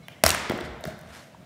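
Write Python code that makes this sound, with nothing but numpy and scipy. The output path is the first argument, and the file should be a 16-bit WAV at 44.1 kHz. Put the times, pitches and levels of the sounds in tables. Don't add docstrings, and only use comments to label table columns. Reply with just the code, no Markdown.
import sys
import numpy as np
from scipy import signal
from scipy.fft import rfft, irfft, next_fast_len
from scipy.io import wavfile
from scipy.ndimage import uniform_filter1d

SR = 44100
rng = np.random.default_rng(int(sys.argv[2]) if len(sys.argv) > 2 else 0)


def to_linear_factor(level_db):
    exponent = np.asarray(level_db, float) / 20
    return 10 ** exponent


def file_out(sig):
    cols = np.atleast_2d(sig).T
    lim = np.clip(cols, -1, 1)
    pcm = np.round(lim * 32767).astype(np.int16)
    wavfile.write(sys.argv[1], SR, pcm)


N = 63945


def along(points, hz):
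    f, v = np.transpose(points)
    return np.interp(np.log(hz + 1), np.log(f + 1), v)


def unit(x):
    return x / np.sqrt(np.mean(x ** 2) + 1e-20)


def filtered(x, response):
    m = next_fast_len(len(x) + SR // 2)
    hz = np.fft.rfftfreq(m, 1 / SR)
    return irfft(rfft(x, m) * response(hz), m)[:len(x)]


def high(f, hz):
    return (1j * f / hz / (1 + 1j * f / hz)) ** 2


def low(f, hz):
    return 1 / (1 + 1j * f / hz) ** 2


def add(track, s, sound):
    part = track[round(s * SR):][:len(sound)]
    part += sound[:len(part)]


def fade(t, t60):
    return to_linear_factor(-60 * t / t60)


def patchy(spectrum, depth_db, size):
    hz, _, z = signal.stft(rng.standard_normal(N + 512), SR, nperseg=512)
    field = uniform_filter1d(rng.standard_normal(z.shape), size, 0)
    field = uniform_filter1d(field, size, 1)
    x = signal.istft(z * to_linear_factor(depth_db * unit(field)), SR, nperseg=512)[1][:N]
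    return unit(filtered(x, lambda f: to_linear_factor(along(spectrum, f))))


def air():
    # frequency in Hz, level in dB per Hz.
    air_spectrum = [(30, -7.5), (170, -2), (400, -19), (620, -12.5), (900, -24.5), (2160, -26),
                    (8000, -38.5), (16000, -46)]
    return to_linear_factor(-48.5) * patchy(air_spectrum, depth_db=1.2, size=8)


def cloth():
    # middle in seconds, half length in seconds, level in dB.
    strokes = [
        (.11, 0.028, -58),
        (.655, 0.013, -44.5),
        (0.886, 0.038, -47.5),
        (1.132, 0.061, -55),
        (1.199, 0.088, -52),
    ]
    # frequency in Hz, level in dB per Hz.
    cloth_spectrum = [(600, -1), (1500, 6), (4000, -1.5), (8000, -8), (14000, -16.5), (17000, -38)]
    grain_db = 2.5
    t = np.arange(N) / SR
    stroke = sum(to_linear_factor(db) * np.exp(-((t - s) / half) ** 2) for s, half, db in strokes)
    grain = to_linear_factor(grain_db * unit(uniform_filter1d(rng.standard_normal(N), size=120)))
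    return stroke * unit(grain * patchy(cloth_spectrum, depth_db=1.5, size=6))


def hall(x, tone):
    # frequency in Hz, decay time t60 in seconds.
    decay_times = [(60, 1.6), (200, 0.48), (700, 1.73), (2000, 1.346), (4000, 0.95), (8000, 0.61),
                   (14000, 0.36)]
    start_s, rise_s = .006, .01
    hz, t, z = signal.stft(rng.standard_normal(N), SR, nperseg=256)
    z = z * fade(t, along(decay_times, hz)[:, None]) * (1 - np.exp(-t / rise_s))
    tail = signal.istft(z, SR, nperseg=256)[1]
    tail = np.pad(tail, (round(start_s * SR), 0))
    tail = filtered(tail, lambda f: to_linear_factor(along(tone, f)))
    return signal.fftconvolve(x, tail / np.linalg.norm(tail))[:N]


def small_sounds_in_hall(small, rings):
    # frequency in Hz, level in dB.
    small_tone = [(60, 5), (170, 0.5), (500, -1), (1500, 0.5), (4000, 1), (16000, -1.5)]
    return to_linear_factor(-7) * hall(small + to_linear_factor(-11) * rings, small_tone)


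def hollow():
    # start in seconds, level in dB, frequency in Hz, attack in seconds, t60 in seconds.
    resonances = [(.247, -8, 76, .01, .15), (.295, -14, 82, .012, .11), (.2632, -11, 5560, .0004, .024),
                  (.29, -26, 690, .01, .12), (.62, -23, 72, .02, .22), (.685, -22, 58, .02, .22),
                  (.858, -27, 150, .004, .12), (.86, -26, 72, .01, .15), (.8805, -25, 630, .003, .08),
                  (1.09, -31, 72, .015, .15), (.535, -29, 555, .008, .1), (1.3465, -38, 950, .0008, .025),
                  (.4965, -17, 1410, .0006, .016), (.085, -44, 1600, .001, .04),
                  (.086, -46, 2400, .002, .08), (.122, -48, 2400, .002, .08), (.123, -50, 3500, .002, .06),
                  (.02, -52, 2200, .005, .15), (.03, -52, 4000, .005, .1), (.05, -52, 3500, .005, .1)]
    out, t = np.zeros(N), np.arange(SR // 2) / SR
    for s, db, hz, attack, t60 in resonances:
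        wander = uniform_filter1d(rng.standard_normal(len(t)), size=400).cumsum()
        drift = .25 * wander * np.sqrt(hz) / 400
        tone = np.sin(2 * np.pi * hz * t + drift)
        add(out, s, to_linear_factor(db) * fade(t, t60) * (1 - np.exp(-t / attack)) * tone)
    return out


def ticks():
    # start in seconds, level in dB.
    skips = [(.0832, -25.5), (.4985, -20), (.5185, -22.5), (.577, -26.5), (.5845, -43), (.6055, -30),
             (.6095, -40), (.8095, -31), (.8178, -42), (.8528, -22), (.8742, -24), (.9825, -39),
             (.991, -30.5), (1.013, -33)]
    out, t = np.zeros(N), np.arange(SR // 50) / SR
    for s, db in skips:
        add(out, s, to_linear_factor(db) * rng.standard_normal(len(t)) * fade(t, .004))
    return filtered(out, lambda f: high(f, 9000) * low(f, 15800))


def contact(crack_db, ring_db, low_hz, top_hz):
    # frequency in Hz, level in dB, t60 in seconds.
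    shell_modes = [(655, 0.5, 0.023), (1080, -4.5, 0.012), (1517, 4.5, 0.0053), (2130, -0.5, 0.0059),
                   (3220, -5.5, 0.0064), (5754, -15, 0.013), (8400, -19.5, 0.0062), (11100, -25, 0.0033),
                   (13100, -34, 0.0047)]
    crack_t60_s, ring_rise_s, scatter_db = .0052, .00025, 2
    t = np.arange(SR // 20) / SR
    burst = rng.standard_normal(len(t)) * fade(t, crack_t60_s)
    crack = filtered(burst, lambda f: high(f, low_hz) ** 2 * low(f, top_hz))
    ring = np.zeros(len(t))
    for k, (hz, db, t60) in enumerate(shell_modes):
        level = (-1) ** k * to_linear_factor(db + scatter_db * rng.normal())
        ring += level * fade(t, t60) * np.sin(2 * np.pi * hz * t)
    return to_linear_factor(crack_db) * crack + to_linear_factor(ring_db) * ring * (1 - np.exp(-t / ring_rise_s))


def push(db, hz):
    t = np.arange(SR // 20) / SR
    swing = np.sin(2 * np.pi * hz * t) * np.exp(-1.2 * t * hz)
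    return -2 * to_linear_factor(db) * swing * (1 - np.exp(-t / .0005))


def smeared(sound, smear):
    t = np.arange(SR // 50) / SR
    scatter = rng.standard_normal(len(t)) * np.exp(-t / abs(smear))
    scatter = filtered(scatter, lambda f: high(f, 304))
    return signal.fftconvolve(sound, scatter / np.linalg.norm(scatter))


def taps():
    # start in seconds, crack in dB, ring in dB, push in dB, push frequency in Hz.
    landings = [(.0832, -18.5, -40.5, -49, 283), (.4965, -10.5, -19.5, -65, 307),
                (.4982, -21.5, -36.5, -19, 286), (.4998, -34, -40.5, -13, 300),
                (.5085, -61, -18.5, -20, 348), (.5205, -52.5, -54, -16.5, 590), (.538, -50, -43, -23, 247),
                (.588, -52, -25, -30, 231), (.6095, -19.5, -48, -27, 304), (.8395, -12.5, -29.5, -37, 313),
                (.8535, -25, -24, -27, 400), (.8742, -45, -37.5, -26.5, 176), (1.138, -34, -43, -66, 300),
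                (1.347, -59, -47, -64, 200), (1.428, -63, -66, -38.5, 150)]
    out = np.zeros(N)
    for s, crack_db, ring_db, push_db, push_hz in landings:
        blow = contact(crack_db, ring_db, low_hz=1000, top_hz=6000)
        add(out, s, smeared(blow, .0012))
        add(out, s, push(push_db, push_hz))
    return filtered(out, lambda f: low(f, 7000))


def shot():
    # crack in dB, low edge of the crack in Hz, ring in dB, smear in seconds.
    returns = [(-8.5, 1620, -14, 0.0014), (-16, 1300, -14, .002), (-0.5, 1800, -14, .00015),
               (-3, 3100, -16.5, 0.00156), (-10, 1800, -16.5, 0.0013), (-6, 680, -20, 0.00033),
               (-4, 900, -18, .00015), (-16, 1400, -30, 0.00054), (-18, 2100, -17, 0.0005)]
    # delay after the strike in seconds; the blade's rebound, then the walls.
    delays = [.0028, .0124, .0255, .0268, .0422, .0543, .0666, .078, .1095]
    # frequency in Hz, level in dB.
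    tail_tone = [(60, -3), (200, 8.5), (650, 1), (1000, 3.5), (2000, 4), (3000, -0.5), (8000, -4),
                 (16000, -11)]
    strike_s, top_hz = .2377, 15840
    out, kick = np.zeros(N), np.zeros(N)
    strike = contact(crack_db=6, ring_db=-4, low_hz=1570, top_hz=top_hz)
    add(out, strike_s, strike + push(-18.5, 196))
    for delay, (crack_db, low_hz, ring_db, smear) in zip(delays, returns):
        echo = contact(crack_db, ring_db, low_hz, top_hz)
        add(out, strike_s + delay, smeared(echo, smear))
    kick[round(strike_s * SR)] = to_linear_factor(11.5)
    return out + hall(kick, tail_tone)


def scene():
    small, rings = taps() + ticks(), hollow()
    wet = small_sounds_in_hall(small, rings)
    return (shot() + small + rings + wet + cloth() + air())[None]


def top_cut(x):
    return signal.sosfilt(signal.butter(12, 17850, fs=SR, output="sos"), x)


def record(dry):
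    ceiling, knee = .7, 5
    top_hz, edge_hz, shelf_db, slope_hz = 15700, 16800, -26, 120

    def below(f, hz):
        return (1 - np.tanh((f - hz) / slope_hz)) / 2

    x = filtered(dry[0], lambda f: high(f, 55) * high(f, 45))
    x = x / (1 + abs(x / ceiling) ** knee) ** (1 / knee)
    x = filtered(x, lambda f: below(f, top_hz) + to_linear_factor(shelf_db) * below(f, edge_hz))
    return top_cut(x[None])


dry = scene()
out = record(dry)
file_out(out)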